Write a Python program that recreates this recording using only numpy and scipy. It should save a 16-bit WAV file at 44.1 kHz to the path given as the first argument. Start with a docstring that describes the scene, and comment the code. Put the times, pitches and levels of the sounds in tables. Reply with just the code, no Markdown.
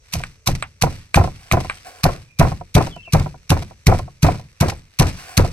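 """Garlic and chillies in a stone mortar

A stone pestle pounds the food in a mortar on a plank outdoors, close to a two-port microphone.
Each blow crushes the food and thuds into the plank, then the mortar rocks and knocks as it settles.
Thuds, knocks, ticks and cracks are struck decaying modes; crushing, rustling and crumbs are gated noise.
The pestle drags on the wall as noise through resonances; far birds are gliding, blurred sines.
Quiet air, filtered noise, lies under everything.
"""
import sys
import numpy as np
from scipy import signal
from scipy.fft import rfft, irfft, next_fast_len
from scipy.io import wavfile
from scipy.ndimage import map_coordinates

SR = 44100
rng = np.random.default_rng(int(sys.argv[2]) if len(sys.argv) > 2 else 0)


def waveform_to_disk(signal):
    """Save audio, clipped to [-1, 1], as 16-bit WAV at the path in sys.argv[1]."""
    frames = np.transpose(np.atleast_2d(signal))
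    scaled = np.clip(frames, -1, 1) * 32767
    samples = np.round(scaled).astype(np.int16)
    wavfile.write(sys.argv[1], SR, samples)


N = 243720

# Outdoor air, relative spectrum: hz, level_db
AIR_SPECTRUM = [(15, -12), (25, 10), (97, 12.5), (293, -27.5), (427, -5.5), (503, -6), (1610, -44.5),
                (2350, -28), (3160, -39.5), (4250, -25.5), (4610, -30.5), (5880, -10), (7110, -23),
                (7920, -21.5), (16000, -62)]

# Pestle blows: bottom_s, crush_lead_s, touch_db, crush_db, thud_db, sway_db
BLOWS = [(0.1385, 0.015, -34, -12.5, -25, -13.5), (0.475, 0.014, -37, -8, -16, -7),
         (0.8242, 0.011, -17, -10, -11, -7), (1.161, 0.019, -25, -12.5, -4.5, -1.5),
         (1.524, 0.011, -30, -17, -8, -4.5), (2.0414, 0.0082, -15, -12.5, -5, -8.5),
         (2.3973, 0.0099, -24.5, -14.5, -1.5, 1.5), (2.7534, 0.011, -27, -11, -1, -1),
         (3.136, 0.013, -27.5, -13, -4.5, -2), (3.5047, 0.011, -18.5, -10, -6.5, -4.5),
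         (3.8696, 0.0084, -37, -10.5, -2.5, 0.5), (4.2319, 0.01, -30, -11, -2, -2.5),
         (4.6112, 0.009, -19.5, -11, -4, -5), (4.998, 0.0094, -16, -10, -3.5, -3),
         (5.3776, 0.0088, -13.5, -10.5, -4, -2.5)]
# Food being crushed, relative spectrum: hz, level_db
CRUSH_SPECTRUM = [(410, -33), (700, -11), (1150, -3), (1770, -13), (2330, 2), (3320, -7), (4210, 0),
                  (5060, -4), (6150, -0.5), (6920, -9.5), (8530, -16.5), (10400, -14), (11500, -8),
                  (14600, -22), (16000, -38)]
# Loose mash and crumbs, relative spectrum: hz, level_db
MASH_SPECTRUM = [(710, -14.5), (1200, -11), (1500, -10.5), (2000, -7.5), (2450, -6.5), (3250, -12.5),
                 (4300, -10.5), (5840, -11.5), (7020, -20.5), (7900, -21.5), (10000, -27), (11800, -25),
                 (14000, -39.5), (16000, -62.5)]
# Crumbs that burst or drop at known moments, strong and faint: start_s, level_db
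TIMED_CRUMBS = [(0.5511, -21), (0.9004, -40.5), (1.2372, -33.5), (1.6027, -26.5), (1.6457, -35.5),
                (2.0624, -30.5), (2.1097, -44.5), (2.4199, -24.5), (2.7774, -22), (2.822, -26),
                (2.8642, -33.5), (3.1644, -27), (3.1949, -27.5), (3.5733, -33), (3.621, -32.5),
                (3.8964, -30), (3.944, -35), (3.9866, -27.5), (4.2652, -25.5), (4.6698, -33), (4.6832, -21),
                (4.696, -23), (5.0208, -21.5), (5.0663, -25), (5.095, -38.5), (5.4469, -29)]
# Mash rustling under the resting pestle: time_s, level_db
STIRRING = [(0, -69), (.2, -45.5), (.45, -70), (.6, -55), (.8, -68.5), (.95, -49), (1.13, -64), (1.4, -54),
            (1.75, -50), (2.05, -56), (2.35, -66), (3.0, -62.5), (4.15, -62), (4.9, -63), (5.14, -50),
            (5.2, -43), (5.35, -53.5), (5.53, -57)]
# Small crumbs scattered behind every blow
STRAY_DB, STRAY_FROM_S, STRAY_OVER_S, STRAY_FADE_DB_PER_S = -39, .03, .18, 48.5
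# The mash slumps after a blow: level, and dB gained per dB of thud
SETTLE_DB, SETTLE_GROWS = -37, 1.35
# When the slump peaks after the blow, how fast it swells and drops
SETTLE_S, SWELL_DB_PER_S, DROP_DB_PER_S = .089, 178, 236

# Hard bits cracking per blow: count, centre pitch, pitch spread, ring length in cycles
SNAPS, SNAP_HZ, SNAP_OCTAVES, SNAP_CYCLES = 5, 3000, .9, 36
# Crack level relative to the crush, and the time window centred on the blow
SNAP_DB, SNAP_OVER_S = -10, .012

# Fast plank modes: pitch_hz, level_db, t60_s
PLANK_MODES = [(148, 11, .06), (116, 1, .11), (233, -11, .12)]
# Slow plank sway: pitch_hz, level_db, t60_s
SWAY_MODES = [(91, -8, .28)]
# Ground rumble, relative spectrum: hz, level_db
GROUND_SPECTRUM = [(15, -12), (26, 2), (45, -10.5), (70, -2), (90, -1), (150, -3.5), (220, -16),
                   (350, -24.5), (500, -66.5)]
# Mortar rattle after a blow, relative spectrum: hz, level_db
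RATTLE_SPECTRUM = [(180, -13), (260, 4.5), (400, 2), (550, 2), (750, -2), (1050, -5.5), (1350, -7.5),
                   (1900, -14), (2500, -13), (3500, -47)]

# Mortar rocking on the plank: start_s, level_db
KNOCKS = [(0.151, -27), (0.202, -30), (0.486, -17), (0.836, -8.5), (0.868, -19), (1.173, -6),
          (1.194, -14.5), (1.212, -15), (1.242, -16.5), (1.275, -23), (1.534, -9), (1.571, -12.5),
          (1.603, -23.5), (1.646, -24), (2.054, -8), (2.089, -16), (2.412, -8), (2.449, -15), (2.47, -18),
          (2.518, -21.5), (2.611, -28), (2.77, -12.5), (2.807, -12), (2.871, -23.5), (2.964, -31.5),
          (3.076, -37.5), (3.149, -10), (3.205, -23.5), (3.261, -21), (3.343, -34), (3.517, -9.5),
          (3.568, -21.5), (3.622, -29.5), (3.71, -37), (3.886, -15), (3.917, -13), (3.922, -7.5),
          (3.943, -18.5), (3.993, -20.5), (4.079, -34.5), (4.249, -17), (4.263, -15.5), (4.286, -10.5),
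          (4.345, -27.5), (4.396, -35), (4.627, -16), (4.685, -20.5), (4.721, -26.5), (5.011, -10.5),
          (5.39, -24), (5.447, -18.5)]
# Ringing mortar body: pitch_hz, level_db, t60_s
MORTAR_MODES = [(359.7, -10, 0.087), (439, -10, 0.074), (548.5, -4.5, 0.057), (674.4, 2.5, 0.033),
                (740, 1.5, 0.048), (859.5, -0.5, 0.03), (1007.5, -4.5, 0.061), (1331, -8.5, 0.035),
                (1847, -21, 0.036), (2290, -20, 0.03)]
ROCK_DB = 2.5  # left-right scatter of the knocks

# Stone ticking against stone: start_s, level_db
TICKS = [(0.2369, -16.5), (0.625, -8.5), (1.1443, -1.5), (1.514, -4), (1.698, -11), (1.7074, -22.5)]
# Ringing mortar rim: pitch_hz, level_db, t60_s
RIM_MODES = [(720, -12, 0.02), (1214, -2, 0.014), (1600, -2, 0.012), (2160, 3, 0.005), (2366, 0.5, 0.011),
             (3000, -4, .006), (3900, -7, 0.008), (8150, -24, .03)]
# Rattle behind a tick, relative spectrum: hz, level_db
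TICK_SPECTRUM = [(300, -20), (700, 2), (1200, 3), (2500, 3), (4200, -18), (5500, -35.5), (16000, -51.5)]

# Pestle drags along the wall: start_s, length_s, level_db, brightness_db
STROKES = [(1.39, .11, -51, 1), (1.7, 0.087, -55, -0.5), (1.856, 0.16, -41.5, -3.5), (5.172, .2, -45.5, 4)]
# Mortar wall resonances: centre_hz, width_hz, level_db
WALL_RESONANCES = [(520, 80, -6), (740, 60, 8), (1066, 120, -1), (1500, 240, -1), (2200, 400, -8),
                   (4550, 600, -12)]
STROKE_EDGE_S = .025  # the drag takes hold and lets go

# Far birds and thin peeps: start_s, length_s, from_hz, to_hz, level_db
CHIRPS = [(2.275, 0.068, 2450, 2415, -49), (2.349, 0.059, 2413, 2410, -50),
          (2.901, 0.038, 3380, 3390, -38.5), (1.72, 0.09, 3420, 2980, -53), (2.918, 0.054, 3120, 2950, -42),
          (2.963, 0.068, 2710, 2670, -41), (3.022, 0.039, 3260, 2790, -45), (3.04, 0.069, 2770, 2560, -39),
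          (3.058, .05, 2490, 2285, -45), (1.716, 0.044, 7950, 8400, -43), (3.421, 0.055, 3780, 3900, -66),
          (4.772, 0.0085, 8100, 8050, -41.5)]

# Colour difference between the ports: hz, left_minus_right_db
PORT_LEAN = [(500, 0.5), (1170, -1.5), (1800, 0), (2700, -1), (4200, 0.5), (6400, 7.5), (8000, -22.5),
             (9800, -15), (12000, -13.5), (15000, 2)]
# Phase difference between the ports: hz, left_lead_radians
PORT_LEAD = [(300, 0.7), (1030, 1.25), (2500, 1.43), (3200, 2), (4300, 0.8), (5000, 2.26), (8180, 1.74),
             (10800, 2), (12400, 6.6), (14300, 11)]
TOP_HZ = 16300  # band limit
SIDES = np.array([[.5], [-.5]])  # left and right halves of a difference


def amp(db):
    """Turns decibels into linear gain."""
    return 10 ** (np.asarray(db) / 20)


def unit(x):
    """Scales x to an rms of 1."""
    return x / np.sqrt(np.mean(x ** 2) + 1e-20)


def along(points, hz):
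    """Reads a (hz, value) curve on a log frequency axis."""
    f, v = np.transpose(points)
    return np.interp(np.log(hz + 1), np.log(f + 1), v)


def level(rows):
    """Turns (time_s, level_db) rows into gain per sample, -120 dB outside them."""
    s, db = np.transpose(rows)
    return amp(np.interp(np.arange(N) / SR, s, db, -120, -120))


def wobble(rate):
    """Draws a smooth random curve with rate knots a second."""
    knots = rng.standard_normal(N // 16)
    return map_coordinates(knots, [np.arange(N) * rate / SR])


def filtered(x, response):
    """Shapes x with a complex response of frequency, zero-padded for the tail."""
    m = next_fast_len(N + SR // 2)
    hz = np.fft.rfftfreq(m, 1 / SR)
    return irfft(rfft(x, m) * response(hz), m)[..., :N]


def noise(spectrum, channels=1, gate=1):
    """Gates white noise, then colours it; rms about 1 with the gate open."""
    white = rng.standard_normal((channels, N))
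    return filtered(gate * white, lambda hz: unit(amp(along(spectrum, hz))))


def ring(modes, t, scatter_db, attack, detune=0):
    """Sums damped modes; each strike scatters their strength and may shift their pitch at random."""
    hz, db, t60 = np.transpose(modes)[:, :, None]
    strength, shift = rng.standard_normal((2,) + db.shape)
    decay = amp(db + scatter_db * strength - 60 * t / t60)
    waves = decay * np.sin(2 * np.pi * hz * (1 + detune * shift) * t)
    return waves.sum(0) * (1 - np.exp(-t / attack))


def add(out, s, x):
    """Mixes x into out from second s on."""
    at = out[..., round(s * SR):][..., :x.shape[-1]]
    at += x[..., :at.shape[-1]]


def ports(x, apart):
    """Puts a near source at both ports: colour and phase differ, a share arrives unrelated."""
    def response(hz):
        return amp(SIDES * along(PORT_LEAN, hz)) * np.exp(1j * SIDES * along(PORT_LEAD, hz))
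    return filtered(x[0] + apart * x[1:], response)


def outdoors():
    """Quiet air: slowly wavering noise, alike at both ports only in the bass."""
    shared, apart = noise(AIR_SPECTRUM, channels=2) * amp(-56.5 + 3 * wobble(1.6))
    apart = filtered(apart, lambda hz: np.clip(hz / 1200, .25, 1))
    return np.array([shared + apart, shared - apart])


def crumbs():
    """Lists the crumbs at known moments, and four small ones at chance moments behind each blow."""
    when, size = rng.random(size=(2, len(BLOWS), 4))
    after = STRAY_OVER_S * when
    s = np.array(BLOWS)[:, :1] + STRAY_FROM_S + after
    db = STRAY_DB - STRAY_FADE_DB_PER_S * after - 10 * size
    return TIMED_CRUMBS + list(zip(s.ravel(), db.ravel()))


def rustling():
    """Gain of the mash's rustle: slow stirring, and a slump per blow, louder the harder the thud."""
    out, t = level(STIRRING), np.arange(SR // 2) / SR
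    swell_db = SWELL_DB_PER_S * (t - SETTLE_S)
    drop_db = DROP_DB_PER_S * (SETTLE_S - t)
    shape_db = np.minimum(swell_db, drop_db)
    for s, *_, thud_db, _ in BLOWS:
        add(out, s, amp(SETTLE_DB + SETTLE_GROWS * thud_db + shape_db))
    return out


def food():
    """Crushing swells until the pestle bottoms out; the mash then crackles, rustles and settles."""
    crush, mash, t = np.zeros(N), np.zeros(N), np.arange(SR // 4) / SR
    for s, lead, touch_db, crush_db, _, _ in BLOWS:
        touch = amp(touch_db - 60 * t / .022) * (1 - np.exp(-t / .002))
        add(crush, s - lead, touch)
        rise = t[t < lead]
        swell = amp(crush_db - 22 * (1.5 - rise / lead))
        add(crush, s - lead - .001, swell)
        # A sharp stop with a faint longer tail
        stop = amp(-60 * t / .013) + amp(-15.5 - 60 * t / .11)
        add(crush, s - .001, amp(crush_db) * stop)
        add(mash, s, amp(crush_db - 21 - 60 * t / .15))
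    for s, db in crumbs():
        add(mash, s, amp(db - 60 * t / .034) * (1 - np.exp(-t / .0028)))
    snaps = unit(amp(3 * wobble(900) + 1.5 * wobble(120)))  # fibres snap in clumps
    grit = unit(amp(4 * wobble(600) + 2.5 * wobble(130)))
    rustle = rustling() * amp(.55 * wobble(30) + 2.9 * wobble(400))
    crushing = noise(CRUSH_SPECTRUM, channels=3, gate=crush * snaps)
    settling = noise(MASH_SPECTRUM, channels=3, gate=mash * grit + rustle)
    return ports(crushing + settling, apart=.92)


def cracks():
    """Seeds and skins crack under the pestle, each a short damped mode with its own pitch."""
    out, t = np.zeros((3, N)), np.arange(SR // 20) / SR
    for s, _, _, crush_db, _, _ in BLOWS:
        pitch, size = rng.standard_normal(size=(2, SNAPS))
        moments = s + SNAP_OVER_S * (rng.random(SNAPS) - .5)
        pitches = np.minimum(SNAP_HZ * 2 ** (SNAP_OCTAVES * pitch), SR / 4)
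        levels = crush_db + SNAP_DB + 4 * size
        for when, hz, db in zip(moments, pitches, levels):
            crack = ring([(hz, db, SNAP_CYCLES / hz)], t, scatter_db=1, attack=.00018)
            add(out[0], when, crack)
    return ports(out, apart=0)


def thuds():
    """The plank is pushed away, rings fast, sways on slowly; ground rumbles, mortar rattles after."""
    push, shake, chatter = np.zeros((3, N))
    t = np.arange(SR // 2) / SR
    for s, _, _, _, thud_db, sway_db in BLOWS:
        fast = amp(thud_db) * ring(PLANK_MODES, t, scatter_db=.7, attack=.01)
        slow = amp(sway_db) * ring(SWAY_MODES, t, scatter_db=.7, attack=.01)
        add(push, s - .0022, -(fast + slow))  # negative: pushed away
        shake_onset = 1 - np.exp(-(t / .0096) ** 2)
        add(shake, s, amp(sway_db - 6.5 - 60 * t / .38) * shake_onset)
        chatter_onset = 1 - np.exp(-(t / .0095) ** 2)
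        chatter_decay = amp(-60 * t / .25) + amp(-41.5 - 60 * t / .75)
        add(chatter, s, amp(thud_db - 11) * chatter_decay * chatter_onset)
    ground = noise(GROUND_SPECTRUM, channels=3)
    rumble = shake * (ground[0] + .25 * ground[1:])
    rattle = noise(RATTLE_SPECTRUM, channels=3) * amp(2.2 * wobble(150))
    return push + rumble + chatter * ports(rattle, apart=.57)


def knocks():
    """Each rocking contact rings the mortar, a little differently at each port, and nudges the plank."""
    out, t = np.zeros((2, N)), np.arange(SR // 4) / SR
    for s, db in KNOCKS:
        common = ring(MORTAR_MODES, t, scatter_db=1, attack=.0014, detune=.041)
        difference = .41 * ring(MORTAR_MODES, t + .00044, scatter_db=3, attack=.0012, detune=.04)
        apart = difference * [[1], [-1]]
        nudge = amp(-9) * ring(PLANK_MODES, t, scatter_db=4, attack=.0083)
        lean = amp(ROCK_DB * rng.standard_normal() * SIDES)
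        add(out, s, amp(db) * (lean * (common + apart) + nudge))
    return out


def ticks():
    """Hard contacts strike the rim's modes, with a short noise rattle behind."""
    out, after, t = np.zeros((3, N)), np.zeros(N), np.arange(SR // 8) / SR
    for s, db in TICKS:
        add(out[0], s, amp(db) * ring(RIM_MODES, t, scatter_db=2, attack=.0004, detune=.015))
        add(after, s, amp(db - 16 - 60 * t / .094))
    rattle = noise(TICK_SPECTRUM, channels=3)
    return ports(out + after * rattle, apart=.54)


def drag():
    """Uneven friction sounds through the mortar's wall resonances; each stroke has its own brightness."""
    def wall(f):
        return sum(amp(db) * 1j * f * w / (c * c - f * f + 1j * f * w) for c, w, db in WALL_RESONANCES)
    friction = filtered(rng.standard_normal((3, N)), wall)
    rub = unit(friction * amp(2.9 * wobble(25)))
    low = filtered(rub, lambda hz: 1 / (1 + (hz / 900) ** 4))
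    high = rub - low
    out, t = np.zeros((3, N)), np.arange(N) / SR
    for s, length, db, bright_db in STROKES:
        inside_s = np.minimum(t - s, s + length - t)
        press = np.clip(inside_s / STROKE_EDGE_S + .5, 0, 1)
        out += amp(db) * press * (low + amp(bright_db) * high)
    return ports(out, apart=.14)


def birds():
    """Short whistles glide with unsteady pitch and level, blurred by distance."""
    out = np.zeros((2, N))
    for s, length, from_hz, to_hz, db in CHIRPS:
        u = np.arange(round(length * SR)) / (length * SR)  # progress from 0 to 1
        waver = 60 * np.sin(2 * np.pi * (3 * u + rng.random()))
        hz = from_hz + (to_hz - from_hz) * u + waver
        whistle = np.sin(2 * np.pi * np.cumsum(hz) / SR)
        flutter = amp(np.interp(8 * u, range(9), rng.normal(-3, 4, size=9)))
        add(out, s, amp(db) * np.sin(np.pi * u) ** .65 * flutter * whistle)
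    t = np.arange(SR // 8) / SR
    echoes = rng.standard_normal((2, len(t))) * amp(-60 * t / .09)
    return signal.fftconvolve(out, echoes / np.linalg.norm(echoes[0]), axes=1)[:, :N]


def scene():
    """Mixes all layers at their own levels."""
    return outdoors() + food() + cracks() + thuds() + knocks() + ticks() + drag() + birds()


def record(dry):
    """Rounds peaks off just below full scale, then keeps nothing above the band limit."""
    soft = dry / (1 + np.abs(dry / .97) ** 8) ** (1 / 8)
    return filtered(soft, lambda hz: hz < TOP_HZ)


dry = scene()
out = record(dry)
waveform_to_disk(out)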